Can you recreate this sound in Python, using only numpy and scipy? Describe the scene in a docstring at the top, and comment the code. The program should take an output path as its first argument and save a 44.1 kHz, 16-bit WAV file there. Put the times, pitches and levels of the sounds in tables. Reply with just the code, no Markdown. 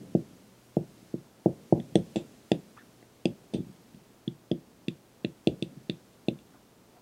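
"""A felt marker writes on a wall-mounted whiteboard in a quiet lecture room.
Ventilation, mains hum and hiss run from the start. Until 6.3 s the tip lands unevenly: each landing
pushes the panel, which thuds in its bending modes, and the walls return a short tail. Many landings,
mostly from 1.9 s on, also click in the plastic barrel. The felt sticks and slips in faint squeaks at
2.8 s and, after the last click, at 6.5 and 6.9 s."""
import sys
import numpy as np
from scipy import signal
from scipy.fft import rfft, irfft
from scipy.io import wavfile
from scipy.ndimage import uniform_filter1d

SR = 44100
rng = np.random.default_rng(int(sys.argv[2]) if len(sys.argv) > 2 else 0)


def generate_wav(signal):
    """Clip the signal to [-1, 1] and save it as 16-bit WAV at the path in sys.argv[1]."""
    frames = np.transpose(np.atleast_2d(signal))
    scaled = np.clip(frames, -1, 1) * 32767
    pcm = np.round(scaled).astype(np.int16)
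    wavfile.write(sys.argv[1], SR, pcm)


N = 309172
LEAD_S = 0.3  # tracks start this long before time zero


def panel_thuds(track):
    """The felt's soft push drives the panel modes and room tail; a longer contact sounds duller."""
    # Each row: start in seconds, blow in dB, contact in ms, scattered tail in dB re blow.
    blows = [(-.12, -0.5, 1.9, 4), (0.15, -8.5, 2.01, 2.5), (0.7686, -9.5, 1.58, 3.5),
             (1.0267, -43.5, 3.5, 2), (1.1404, -18.5, 2.47, -3), (1.4595, -5.5, 1.47, 5),
             (1.7251, -3, 1.17, 4.5), (1.7768, -23, 1.7, 7), (1.7963, -27, 4.7, -3), (1.922, -39, 4.9, 9),
             (1.9552, -6, 1.71, 6.5), (2.1583, -14, 0.71, 8.5), (2.167, -20.5, 1.8, 10),
             (2.5164, -7, 1.32, 3), (3.027, -36.5, 0.54, 8), (3.2551, -11.5, 1.75, 5.5),
             (3.5362, -23.5, 1.27, 14.5), (3.5453, -17.5, 2.66, -16), (3.5574, -24, 2.06, 8.5),
             (3.583, -30, 3.1, 14), (3.6023, -24, 3.8, -12), (3.665, -37.5, 4.3, 10),
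             (3.691, -42.5, 3.9, 8), (3.943, -35, 5.1, 6), (4.2761, -19, 3.54, -4),
             (4.5138, -12.5, 2.19, 2.5), (4.8811, -18.5, 2.97, -2), (5.2462, -16, 2.22, -1),
             (5.4713, -9, 1.89, 7), (5.6233, -18, 2.48, -1.5), (5.77, -31, 6.2, 3),
             (5.8954, -19.5, 2.35, 0.5), (6.2836, -12, 1.8, 1.5)]
    # Each row: bending mode in Hz, level in dB, t60 in seconds, side of the node line at the tip (+-1).
    panel_modes = [(98, -53, 0.26, -1), (133.2, -17.5, 0.18, -1), (148, -18.5, 0.2, -1),
                   (172.5, -14, 0.15, -1), (197.3, -41, 0.62, -1), (215, -15, 0.02, 1),
                   (245, -18, 0.082, 1), (277.5, -34, 0.11, 1), (324.6, -18, 0.12, 1),
                   (344.9, -17.5, 0.13, 1), (397.4, -14, 0.026, 1), (449, -37.5, 0.067, 1),
                   (498.6, -12, 0.032, -1), (500.5, -5, 0.018, 1), (554, -42, 0.27, -1),
                   (591.5, -31.5, 0.1, 1), (633, -22, 0.036, 1), (653, -19, 0.017, -1),
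                   (806, -14.5, 0.011, -1)]
    # Each row: delay of a far wall's echo in ms, level in dB.
    echoes = [(46, -34.5), (73, -34)]
    # Each row: frequency in Hz, level of the scattered tail in dB.
    tail_spectrum = [(40, -1), (80, 0), (120, 4.5), (200, 6), (350, -4), (550, -12), (900, -22.5),
                     (2000, -43.5)]
    size, pad = 27000, 128
    early_t60_s, late_t60_s = 0.19, 2.34
    rise_s, early_end_s, early_edge_s = 0.002, 0.084, 0.0035
    t = np.arange(size) / SR

    panel = sum(side * undb(db) * ring(hz, t60_s, size) for hz, db, t60_s, side in panel_modes)
    panel += undb(-36) * ring(hz=85, t60_s=0.1, size=size)  # board rocks on its brackets
    panel[0] += undb(2.5)  # direct sound of the dent under the tip
    panel += sum(undb(db) * np.roll(panel, int(ms * SR / 1000)) for ms, db in echoes)

    early = undb(-21.5 - 60 * t / early_t60_s) / (1 + np.exp((t - early_end_s) / early_edge_s))
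    late = undb(-48 - 60 * t / late_t60_s) * np.cos(np.pi / 2 * (t * SR / size) ** 2)
    tail_envelope = (1 - np.exp(-t / rise_s)) * (early + late)

    felt_lowpass = signal.butter(4, 1024, fs=SR, output="sos")
    push_t = (np.arange(512) - pad) / SR
    for start_s, blow_db, contact_ms, tail_db in blows:
        force = signal.sosfiltfilt(felt_lowpass, pulse(push_t, contact_ms))
        tail = undb(tail_db) * tail_envelope * coloured_noise(tail_spectrum, size)
        # pressure follows the change of force
        thud = signal.fftconvolve(np.diff(force, prepend=0), panel + tail)
        add(track, start_s - pad / SR, undb(blow_db) * thud)


def barrel_clicks(track):
    """A brief rattle rings the barrel; the tip's slide and the walls keep it hissing in the same modes."""
    # Each row: start in seconds, main mode in dB, main and second mode in Hz (both shift with the grip),
    # then in dB re main: lowest mode, wall mode, second mode and neighbour, upper modes;
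    # last, lean of the upper modes in dB, slide hiss in dB.
    clicks = [(0.152, -57, 3370, 4450, -2, 5, -9, -13, -2, -25),
              (1.726, -73, 3450, 4710, 19, 2, -10, 0, 0, -22),
              (1.8008, -44, 3420, 4620, -6, -10, -21, -19, 0, -20),
              (1.956, -23, 3420, 4310, -9, -10.5, -16, -15, 11, -24.5),
              (2.16, -34, 3580, 4700, -12.5, -2, -15.5, -8, -12, -10.5),
              (2.518, -23.5, 3490, 4820, -8.5, -3.5, -16.5, -13.5, -6, -24.5),
              (3.027, -68.5, 3350, 5060, 16, 0, -18, -6, 0, -16),
              (3.256, -26.5, 3340, 4840, -30, 1.5, -13, -14.5, 5, -26),
              (3.5379, -38, 3550, 4700, -20, -9, -16.5, -19, 9, -6.5),
              (3.9462, -59.5, 3250, 4610, -4, -1, -6, -16, 0, -25),
              (4.2788, -29.5, 3410, 4420, -23, -31, -29, -36, 0, -28),
              (4.5157, -28.5, 3330, 4880, -19, -17, -24, -26, -2, -26.5),
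              (4.8837, -28, 3510, 4670, -12.5, -2, -18, -18, -2, -25.5),
              (5.248, -31, 3530, 4310, -7, 3, -10, -25.5, -1, -27),
              (5.473, -24, 3450, 4530, -41, -1.5, -10.5, -17.5, 2, -25),
              (5.6255, -27, 3550, 4600, -38, -4.5, -14, -22, 10, -24.5),
              (5.898, -26, 3590, 4480, -12.5, -5, -10.5, -24, 1, -25),
              (6.2855, -28.5, 3580, 4410, -34, 0, -13, -24.5, 9, -26.5),
              (6.3895, -55, 3530, 4510, -16, 1, -15, -16, 5, -15)]
    # Each row: frequency in Hz, t60 in seconds; for lowest mode, wall mode, second mode's neighbour.
    steady_modes = [(1933, 0.0059), (2693, 0.0062), (4030, 0.0088)]
    # Each row: frequency in Hz, t60 in seconds, dB within the group, signed share of the lean.
    upper_modes = [(6000, 0.0022, 2.5, 0.46), (7270, 0.0062, -5, -0.55), (8450, 0.004, -0.5, 0.87),
                   (9230, 0.0049, -8, 0.31)]
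    even_hz, trade_db_per_khz, upper_drift = 4524, 24, 0.012
    slide_t60_s, slide_rise_s, treble_loss = 0.16, 0.00085, 0.17
    slide_damping = 0.63  # the pressed tip shortens each ring
    size = 6000
    t = np.arange(size) / SR
    rattle = pulse(t, length_ms=0.88)
    for start_s, main_db, main_hz, second_hz, *levels_db in clicks:
        lowest_db, wall_db, pair_db, upper_db, lean_db, slide_db = levels_db
        # a higher second mode takes more from its neighbour
        trade_db = trade_db_per_khz * (second_hz - even_hz) / 1000
        steady_db = (lowest_db, wall_db, pair_db - trade_db)
        modes = [(hz, t60_s, db) for (hz, t60_s), db in zip(steady_modes, steady_db)]
        for hz, t60_s, db, share in upper_modes:
            detune = 1 + upper_drift * rng.standard_normal()
            modes.append((hz * detune, t60_s, upper_db + db + share * lean_db))
        modes += [(main_hz, 0.006, 0), (second_hz, 0.0057, pair_db + trade_db)]
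        for hz, t60_s, db in modes:
            jolts = rattle * (1 + 0.3 * rng.standard_normal(size))
            drive = jolts * np.sin(2 * np.pi * (hz * t + rng.random()))
            snap = signal.fftconvolve(drive, barrel_mode(hz, t60_s))[:size]
            friction = rng.standard_normal(size)
            hiss = signal.fftconvolve(friction, barrel_mode(hz, t60_s * slide_damping))[:size]
            decay = undb(-60 * t / slide_t60_s * (hz / main_hz) ** treble_loss)
            slide = undb(slide_db) * decay * (1 - np.exp(-t / slide_rise_s))
            click = snap / np.max(np.abs(snap)) + slide * hiss / np.std(hiss)
            add(track, start_s - 0.001, undb(main_db + db) * click)


def barrel_mode(hz, t60_s):
    """Tip and barrel wall resonate in series, so a mode builds up before it fades."""
    stage = ring(hz, t60_s, size=400)
    return np.convolve(stage, stage)


def tip_squeaks(track):
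    """Stick-slip of the felt: a gliding tone with its octave, unsteady in level and pitch."""
    # Each row: start and length in seconds, first and last slip rate in Hz, peak in dB,
    # share of the length before the peak, roughness (0-1).
    squeaks = [(2.765, 0.025, 1080, 1310, -49, 0.51, 0.5), (2.779, 0.053, 1830, 1540, -54, 0.23, 0.42),
               (6.501, 0.089, 1270, 1153, -61.5, 0.58, 0.92), (6.943, 0.053, 715, 715, -57, 0.67, 0.43)]
    octave_db, edge_db = -14, -11.5
    for start_s, length_s, first_hz, last_hz, peak_db, rise, roughness in squeaks:
        size = int(length_s * SR)
        progress = np.arange(size) / (length_s * SR)
        wobble = uniform_filter1d(rng.standard_normal((2, SR // 5)), size=60, axis=1) * np.sqrt(60)
        jitter, shimmer = roughness * wobble[:, :size]
        slip_hz = (first_hz + (last_hz - first_hz) * progress) * (1 + 0.3 * jitter)
        phase = 2 * np.pi * np.cumsum(slip_hz) / SR
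        tone = (np.sin(phase) + undb(octave_db) * np.sin(2 * phase)) * (1 + shimmer)
        level_db = peak_db + np.interp(progress, [0, rise, 1], [edge_db, 0, edge_db])
        envelope = undb(level_db) * signal.windows.tukey(size, 0.2)
        add(track, start_s, envelope * tone / np.std(tone))


def ventilation_and_hiss():
    """Ventilation noise and microphone hiss; the treble swells and flickers slightly."""
    # Each row: frequency in Hz, relative spectral density in dB.
    spectrum = [(15, -46), (25, -15), (87, -6), (114, -12), (141, -4.5), (223, 0), (285, -2.5), (405, -4.5),
                (624, -8.5), (1230, -15.5), (1650, -17.5), (1840, -19), (6380, -22.5), (16000, -29)]
    # Each row: time in seconds, treble gain in dB.
    swell = [(0, 3), (.58, 1), (1.089, 2), (1.33, 0), (2.13, 4.5), (3.14, -.5), (3.63, 1.9), (4.26, -1),
             (5.37, -0.5), (5.64, 0.8), (7.01, -1.5)]
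    noise = undb(-59) * coloured_noise(spectrum, N)
    treble = signal.sosfiltfilt(signal.butter(2, [1500, 13000], "band", fs=SR, output="sos"), noise)
    treble_db = np.interp(np.arange(N) / SR, *np.transpose(swell)) + 0.3 * wander(rate_hz=8.5)
    return noise + treble * (undb(treble_db) - 1)


def mains_hum():
    """A low tone wavering in level and pitch."""
    rms_db = -71.5 + 3.1 * wander(rate_hz=4.5)
    hz = 117.4 + 1.496 * wander(rate_hz=3.3)
    return undb(rms_db) * np.sqrt(2) * np.sin(2 * np.pi * np.cumsum(hz) / SR)


def undb(db):
    """Decibels to gain."""
    return 10 ** (np.asarray(db) / 20)


def pulse(t, length_ms):
    """One sine-squared bump from t = 0."""
    return np.sin(np.pi * np.clip(t * 1000 / length_ms, 0, 1)) ** 2


def ring(hz, t60_s, size):
    """One decaying mode."""
    t = np.arange(size) / SR
    return undb(-60 * t / t60_s) * np.sin(2 * np.pi * hz * t)


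def coloured_noise(spectrum, size):
    """Noise of rms 1 shaped by (Hz, dB) points."""
    hz, db = np.transpose(spectrum)
    bins_hz = np.fft.rfftfreq(size, 1 / SR)
    gain = undb(np.interp(np.log(bins_hz + 1), np.log(hz), db))
    noise = irfft(rfft(rng.standard_normal(size)) * gain, size)
    return noise / np.std(noise)


def wander(rate_hz):
    """Smooth random curve with spread near 1."""
    hold = int(SR / rate_hz)
    steps = np.repeat(rng.standard_normal(256)[:N // hold + 1], hold)
    return 1.3 * uniform_filter1d(uniform_filter1d(steps, hold), hold)[:N]


def add(track, start_s, sound):
    """Mix a sound into a track at scene time start_s."""
    i = round((start_s + LEAD_S) * SR)
    track[i:i + len(sound)] += sound[:len(track) - i]


def scene():
    """Board and marker over the room's background, mono."""
    lead = round(LEAD_S * SR)
    track = np.zeros(lead + N)
    panel_thuds(track)
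    barrel_clicks(track)
    tip_squeaks(track)
    return (track[lead:] + ventilation_and_hiss() + mains_hum())[None]


def record(dry):
    """Steep low-pass at 15.8 kHz."""
    return signal.sosfilt(signal.ellip(10, 0.2, 70, 15800, fs=SR, output="sos"), dry)


dry = scene()
out = record(dry)
generate_wav(out)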